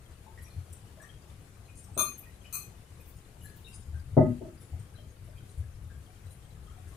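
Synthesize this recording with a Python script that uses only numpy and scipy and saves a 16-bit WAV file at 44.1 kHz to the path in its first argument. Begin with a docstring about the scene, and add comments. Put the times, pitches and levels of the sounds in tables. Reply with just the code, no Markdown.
"""Throughout, traffic rumbles and a thin wash of rain hisses (shaped noise) outside a hard-walled shelter.
From the first moments, drops plink, bits of metal tinkle and feet thud: short dying modes, through to the end.
Near 2 s a cup is set down with a faint knock, and about half a second later it is tapped at the rim.
Past 4 s a wooden table is knocked hard, then twice faintly; cup and table are banks of struck modes.
The walls throw back cup, table, plinks, tinkles and drops as a decaying noise tail."""
import sys
import numpy as np
from scipy import signal
from scipy.fft import rfft, irfft
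from scipy.io import wavfile
from scipy.ndimage import uniform_filter1d

SR = 44100
rng = np.random.default_rng(int(sys.argv[2]) if len(sys.argv) > 2 else 0)


def to_wav(s):
    """Save 16-bit WAV."""
    ch = np.atleast_2d(s).T  # columns
    pcm = np.round(np.clip(ch, -1, 1) * 32767)  # PCM
    wavfile.write(sys.argv[1], SR, pcm.astype(np.int16))


N = 306936  # length [samples]


def gain_of(db):
    """Decibels to an amplitude factor."""
    return 10 ** (np.asarray(db) / 20)


def evened(x):
    """Scales a signal to an RMS of 1."""
    return x / np.sqrt(np.mean(x ** 2) + 1e-20)


def read(points, hz):
    """Reads a curve between its points, along log frequency."""
    point_hz, value = np.transpose(points)
    return np.interp(np.log(hz + 1), np.log(point_hz + 1), value)


def add(mix, start_s, sound, pan_db):
    """Mixes a sound in at start_s, with left louder than right by pan_db."""
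    part = mix[:, round(start_s * SR):][:, :len(sound)]
    part += gain_of([[pan_db / 2], [-pan_db / 2]]) * sound[:part.shape[1]]


def ring(hz, db, t60, rise=0.0019):
    """A struck body: a sum of exponentially dying sine modes with a soft onset, peak 1."""
    t = np.arange(SR // 2)[:, None] / SR
    decay = gain_of(db - 60 * t / np.maximum(t60, .005))
    x = (decay * np.sin(2 * np.pi * hz * t)).sum(1)
    x *= (1 - np.exp(-2 * t[:, 0] / rise)) ** 2
    return x / abs(x).max()


def chatter(length_s, tick):
    """A contact that lands as one tick and then rattles as a noise burst; energy 1."""
    t = np.arange(SR // 10) / SR
    x = rng.standard_normal(len(t)) * np.sin(np.pi * np.clip(t / length_s, 0, 1))
    x /= np.linalg.norm(x) + 1e-12
    x[0] = tick
    return x / np.linalg.norm(x)


# Stereo width of diffuse sound: (frequency [Hz], left-right likeness [0 to 1])
LIKENESS = [(60, 1), (130, 0.99), (290, 0.92), (640, 0.3), (1410, 0.1), (3100, 0.2), (6820, 0), (15000, 0)]


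def pair(hz, frames):
    """Diffuse sound: two random short-time spectra, alike in the bass and independent in the treble."""
    a, b, c, d = rng.standard_normal((frames, len(hz), 4)).T
    same = np.clip(read(LIKENESS, hz), -1, 1)[:, None]
    left = a + 1j * b
    right = same * left + np.sqrt(1 - same ** 2) * (c + 1j * d)
    return np.array([left, right])


# Tone of the street, before each band is levelled: (frequency [Hz], relative level [dB])
STREET_TONE = [(12, -46.5), (20, -14), (43, -5), (81, 5.5), (198, -19.5), (228, -25.5), (422, -26.5),
               (558, -31.5), (759, -32.5), (923, -36.5), (1120, -35.5), (5680, -46), (10200, -42.5),
               (14700, -51), (16000, -56)]
# Side the street leans to: (frequency [Hz], left minus right [dB])
STREET_LEAN = [(60, 10.5), (110, 3), (200, 7), (380, 2.5), (700, 3.5), (1290, 4.5), (2380, 7), (4400, 4),
               (8120, 8.5), (15000, 0.5)]
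# Swells of the street: (time [s], level of rumble under 180 Hz [dB], level of rain wash above it [dB])
STREET_SWELL = [(0.0, -52, -58.5), (0.7, -55.5, -58), (1.3, -54.5, -58.5), (1.9, -52, -59),
                (2.6, -55, -58.5), (3.7, -51, -58.5), (4.05, -47, -59.5), (4.7, -53, -58),
                (5.199, -47.5, -59.5), (5.5, -52.5, -58.5), (5.8, -46.5, -60.5), (6.05, -55, -58.5),
                (6.6, -49, -59.5), (6.96, -53, -56.5)]


def street():
    """Rumble and rain wash: shaped noise with drifting patches of tone and a flicker across all pitches."""
    frames, hz = N // 256 + 5, np.fft.rfftfreq(1024, 1 / SR)
    time_s, rumble_db, wash_db = np.transpose(STREET_SWELL)
    low = 1 / (1 + (hz[:, None] / 180) ** 4)
    patches = uniform_filter1d(rng.standard_normal((frames, 513)), size=10, axis=0)  # smooth in time
    patches = evened(uniform_filter1d(patches, size=8, axis=1)).T  # smooth in pitch
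    flicker = evened(uniform_filter1d(rng.standard_normal(frames), size=6))
    tone_db = read(STREET_TONE, hz)[:, None] + 1.3 * patches + .7 * flicker
    spectra = pair(hz, frames) * gain_of(tone_db)
    spectra *= gain_of(np.array([[.5], [-.5]]) * read(STREET_LEAN, hz))[:, :, None]
    out = 0
    for share, level_db in ((low, rumble_db), (1 - low, wash_db)):
        x = signal.istft(spectra * share, nperseg=1024, noverlap=768)[1][:, :N]
        swell = gain_of(np.interp(np.arange(N) / SR, time_s, level_db))
        out = out + x / np.std(x.mean(0)) * swell
    return out


# Decay of the shelter: (frequency [Hz], t60 [s])
WALL_DECAY = [(80, 0.56), (250, 0.31), (700, 0.22), (2000, 0.31), (6000, 0.31), (14000, 0.22)]


def walls(x):
    """Reflections build up over the first moments, then each band dies at its own speed."""
    hz, t = np.fft.rfftfreq(256, 1 / SR), np.arange(420) * 64 / SR
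    decay = gain_of(-60 * t / read(WALL_DECAY, hz)[:, None])
    spectra = pair(hz, len(t)) * decay * (1 - np.exp(-t / 0.0024))
    tail = signal.istft(spectra, nperseg=256, noverlap=192)[1]
    tone = rfft(tail, axis=1)
    tone /= np.sqrt(uniform_filter1d(abs(tone) ** 2, size=19, axis=1))  # the walls favour no broad band
    fade = np.cos(np.linspace(0, np.pi / 2, SR // 2))
    tail = irfft(tone, axis=1)[:, :SR // 2] * fade
    return signal.oaconvolve(x, tail, axes=1)[:, :N]


def drops():
    """Many small drops at random moments, each a brief ring at one of 50 pitches; a few are large."""
    out = np.zeros((2, N))
    t = np.arange(2000) / SR
    for hz in np.geomspace(450, 13000, num=50):
        size = gain_of(4.53 * np.minimum(rng.exponential(1, (2, N)), 3.5))
        size *= rng.random((2, N)) < 5. / SR  # five drops a second at each pitch and side
        envelope = (1 - np.exp(-t / 0.004)) * gain_of(-60 * t / 0.03)
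        plink = envelope * np.sin(2 * np.pi * hz * rng.uniform(0.89, 0.95) * t)
        out += signal.oaconvolve(size, plink[None])[:, :N] * (hz / 2000) ** -.1
    return gain_of([[-62], [-68]]) * out


# Drops on small hollow things: (time [s], relative level [dB], pitch [Hz], left minus right [dB])
PLINK_HITS = [(0.268, -53, 895, 16), (0.38, -45, 1910, 0), (0.445, -57, 5820, 11), (0.467, -56, 2400, 13),
              (0.505, -59, 4210, 8), (0.974, -54, 624, 5), (1.003, -53.5, 1720, 14), (1.024, -57, 1150, 14),
              (1.03, -58, 5900, 7), (1.038, -53.5, 1820, 13), (1.094, -55.5, 3230, 12),
              (1.686, -55, 2470, 7), (1.889, -54, 797, 7), (1.947, -47.5, 8320, -9),
              (2.232, -56.5, 2460, 6), (2.258, -59, 1900, -11), (2.448, -53.5, 2480, 13),
              (2.455, -50.5, 2967, 6), (3.004, -54, 2460, 5), (3.417, -57, 2930, 4),
              (3.45, -56, 1705, 19.5), (3.46, -59.5, 4160, 10), (3.65, -48.5, 3760, 9),
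              (3.673, -53.5, 2760, 14), (3.725, -59, 4870, 9), (3.946, -56.5, 1570, 14.5),
              (4.734, -51.5, 750, 12), (4.945, -58.5, 1610, 8), (4.958, -58.5, 4070, 12),
              (4.98, -58, 3150, 9), (4.985, -54, 630, 5), (5.28, -55.5, 618, 5), (5.36, -59.5, 2450, 2),
              (5.379, -59, 3160, -2), (5.63, -60.5, 1666, 6), (5.904, -56, 1630, 11), (6.08, -57.5, 740, 2),
              (6.676, -58.5, 1260, 12), (6.715, -62, 1340, 8), (6.77, -56.5, 735, 9),
              (6.875, -58.5, 1610, 6), (6.926, -57.5, 1103, 11)]
# Bits of metal: (time [s], relative level [dB], centre pitch [Hz], rattle before 0.01 s is added [s])
TINKLE_HITS = [(0.416, -51, 10190, 0.016), (0.724, -49, 9160, 0.0049), (1.013, -53, 8520, 0.012),
               (1.7555, -45.5, 8960, 0.049), (1.8287, -52, 8400, 0.015), (2.1753, -44, 11800, 0.013),
               (3.001, -56.5, 11600, 0.011), (3.057, -54.5, 14000, 0.049), (3.1577, -58, 8850, 0.014),
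               (3.4083, -51, 10360, 0.045), (3.432, -50, 10200, 0.035), (3.5593, -56, 13050, 0.0079),
               (3.6578, -54, 9900, 0.062), (3.7277, -49.5, 9450, 0.028), (4.5984, -54, 10080, 0.031),
               (4.789, -58.5, 8680, 0.0054), (5.4786, -56.5, 9240, 0.038), (5.5687, -57, 10450, 0.013),
               (6.2951, -56, 9790, 0.031), (6.8667, -60, 9700, 0.031)]
PLINK_T60_S, PLINK_DAMPING = 0.052, .55  # t60 at 1 kHz; it shortens with pitch to this power
TINKLE_OCTAVES, TINKLE_PAN_DB = .32, 7  # spread of the thin modes; left minus right


def small_things():
    """Plinks are one mode with a gritty start; tinkles ring at one pitch and rattle thin modes about it."""
    out = np.zeros((2, N))
    for time_s, db, hz, pan_db in PLINK_HITS:
        t60 = PLINK_T60_S * (1000 / hz) ** PLINK_DAMPING
        contact = chatter(.022, .5)
        body = ring(np.array([hz]), 0, t60, rise=0.0015)
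        add(out, time_s - .004, gain_of(db) * signal.fftconvolve(body, contact), pan_db)
    chance = rng.standard_normal((len(TINKLE_HITS), 2, 12))
    for (time_s, db, hz, rattle_s), (away, size) in zip(TINKLE_HITS, chance):
        thin_hz = np.clip(hz * 2 ** (TINKLE_OCTAVES * (away - .1)), 1500, 15500)
        cluster = ring(thin_hz, 1.1 * size, .025)
        splash = ring(thin_hz * 2 ** (0.4 * size), 0, .003, rise=.0001)  # wide and short
        body = ring(np.array([hz]), 0, 0.021) + gain_of(3) * (cluster + 0.65 * splash)
        contact = chatter(rattle_s + .01, .2)
        add(out, time_s, gain_of(db) * signal.fftconvolve(body, contact), TINKLE_PAN_DB)
    return out


# Footfalls: (time [s], level [dB], floor pitch [Hz])
FOOTFALLS = [(0.404, -39.5, 78.7), (0.562, -30, 87.6), (0.7, -38.5, 82.7), (1.283, -43.5, 72.4),
             (2.884, -44, 77), (3.873, -34, 77), (3.926, -31.5, 78), (4.117, -30.5, 95.2),
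             (4.718, -31.5, 82.6), (4.79, -36.5, 102.3), (5.575, -27, 73.8), (5.6, -30.5, 82.7),
             (5.791, -46, 81), (5.843, -38.5, 85.3), (5.951, -36.5, 71.6), (6.247, -39, 90),
             (6.81, -42, 82.3)]
THUD_T60_S, THUD_DAMPING = 0.24, 2.4  # t60 at 80 Hz; it shortens with pitch to this power


def floor():
    """Each footfall rings the floor at a low pitch and a weaker one above it."""
    out = np.zeros((2, N))
    for time_s, db, hz in FOOTFALLS:
        t60 = THUD_T60_S * (80 / hz) ** THUD_DAMPING
        thud = ring(hz * np.array([1, 1.45]), np.array([0, -9.]), t60, rise=0.013)
        add(out, time_s, gain_of(db) * thud, 5.5)
    return out


# Modes of the cup: (pitch [Hz], t60 [s], level when set down [dB], level when tapped at the rim [dB])
CUP_MODES = [(1189, 0.088, 0.5, -5.5), (1879, 0.061, -58.5, -25), (2468, 0.093, -10.5, -5.5),
             (3566, 0.12, -11.5, -45), (4167, 0.065, -10, -5), (4570, 0.045, -63, -13.5),
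             (6245, 0.032, -10, 2.5), (6387, 0.1, 0, -8), (7240, 0.055, -16.5, -2.5),
             (7920, 0.044, -55, -6), (8680, 0.07, -18.5, 2), (8490, 0.102, -40, -2), (9080, 0.13, 1, -1),
             (10140, 0.07, -33, -8), (9850, 0.15, -10, -25), (9760, 0.07, -23.5, -7),
             (10600, 0.061, -9, -2), (11400, 0.077, -16, -14), (11720, 0.0653, -29, -3),
             (11400, 0.07, -13, -9), (12030, 0.032, -10, 2), (12247, 0.07, -46.5, -15),
             (12516, 0.0527, -41, -4), (12720, 0.086, -10, -10), (12800, 0.07, -44, -4),
             (13840, 0.15, -8, -2), (14686, 0.077, -21, 2), (15250, 0.063, -10, -5)]
# Set down, then tapped: (time [s], relative level [dB], clack [dB], rattle [s],
# first tick against the rattle [ratio], left minus right [dB])
CUP_CLINKS = [(1.976, -14.5, -3, 0.03, 0.62, 9.5), (2.526, -24, 4.5, 0.031, 0.4, 8)]


def cup():
    """Where the cup is struck sets how strongly each mode rings; while touched it is damped and clacks."""
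    out = np.zeros((2, N))
    hz, t60, base_db, rim_db = np.transpose(CUP_MODES)
    for clink, mode_db in zip(CUP_CLINKS, (base_db, rim_db)):
        time_s, db, clack_db, rattle_s, tick, pan_db = clink
        clack = ring(hz, mode_db, .015)
        body = ring(hz, mode_db, t60) + gain_of(clack_db) * clack
        add(out, time_s, gain_of(db) * signal.fftconvolve(body, chatter(rattle_s, tick)), pan_db)
    return out


# Modes of the table top: (pitch [Hz], relative level [dB], t60 before damping [s])
TABLE_MODES = [(122, -3, 0.22), (149, -3, 0.16), (211.6, -5.5, 0.099), (245.7, 1, 0.09),
               (342.5, -9.5, 0.16), (360.6, -9, 0.14), (453, -12, 0.073), (617.3, -7, 0.16),
               (632, -14.5, 0.2), (737, -12, 0.067), (884, -19, 0.12), (1018, -26, 0.046),
               (1257, -22, 0.11), (1480, -37, 0.09), (1758, -32.5, 0.059), (2000, -19.5, 0.049)]
# Knocks: (time [s], relative level [dB], lowest pitch well driven [Hz], upper modes [dB],
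# damping of low and middle t60 [factor], also of the top, dull thump [dB])
TABLE_KNOCKS = [(1.967, -37, 252, 1.5, 0.3, 8.5), (4.168, -6.5, 60, -5, 0.85, 0.5),
                (4.408, -30, 334, -7, 0.45, -29), (4.439, -38.5, 324, -3.5, 0.64, -16)]


def table():
    """A light blow hardly moves the low modes; upper modes sit further right, the highest a moment late."""
    out = np.zeros((2, N))
    hz, mode_db, t60 = np.transpose(TABLE_MODES)
    low, top = hz < 420, hz > 1100
    middle = ~low & ~top
    for time_s, db, low_hz, upper_db, damp, thump_db in TABLE_KNOCKS:
        reach_db = mode_db - 20 * np.log10(1 + (low_hz / hz) ** 3)
        thump = ring(hz[~top], reach_db[~top], 0.026, rise=0.0023)
        lows = ring(hz[low], reach_db[low], damp * t60[low], rise=0.0047)
        middles = ring(hz[middle], reach_db[middle], damp * t60[middle], rise=0.0069)
        tops = ring(hz[top], reach_db[top], damp * t60[top], rise=0.004)
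        add(out, time_s, gain_of(db + thump_db) * thump, 5.)
        add(out, time_s, gain_of(db) * lows, 5.5)
        add(out, time_s, gain_of(db + upper_db) * middles, -3.)
        add(out, time_s + .008, gain_of(db + upper_db - 19) * tops, 1.5)
    # a small top sends out no deep bass
    return signal.sosfilt(signal.butter(2, 75, "high", fs=SR, output="sos"), out)


def scene():
    """Balances the direct sounds with what the walls throw back."""
    near, small, patter = cup() + table(), small_things(), drops()
    echoes = walls(near + gain_of(2.0) * small + gain_of(-4) * patter)
    direct = gain_of(-8.5) * near + gain_of(2.5) * small + patter
    return direct + echoes + floor() + street()


EDGE_HZ = 15600


def record(dry):
    """A steep low-pass takes off the highest treble."""
    low_pass = signal.firwin(511, EDGE_HZ, window=("kaiser", 9), fs=SR)
    return signal.oaconvolve(dry, low_pass[None], "same")


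dry = scene()
out = record(dry)
to_wav(out)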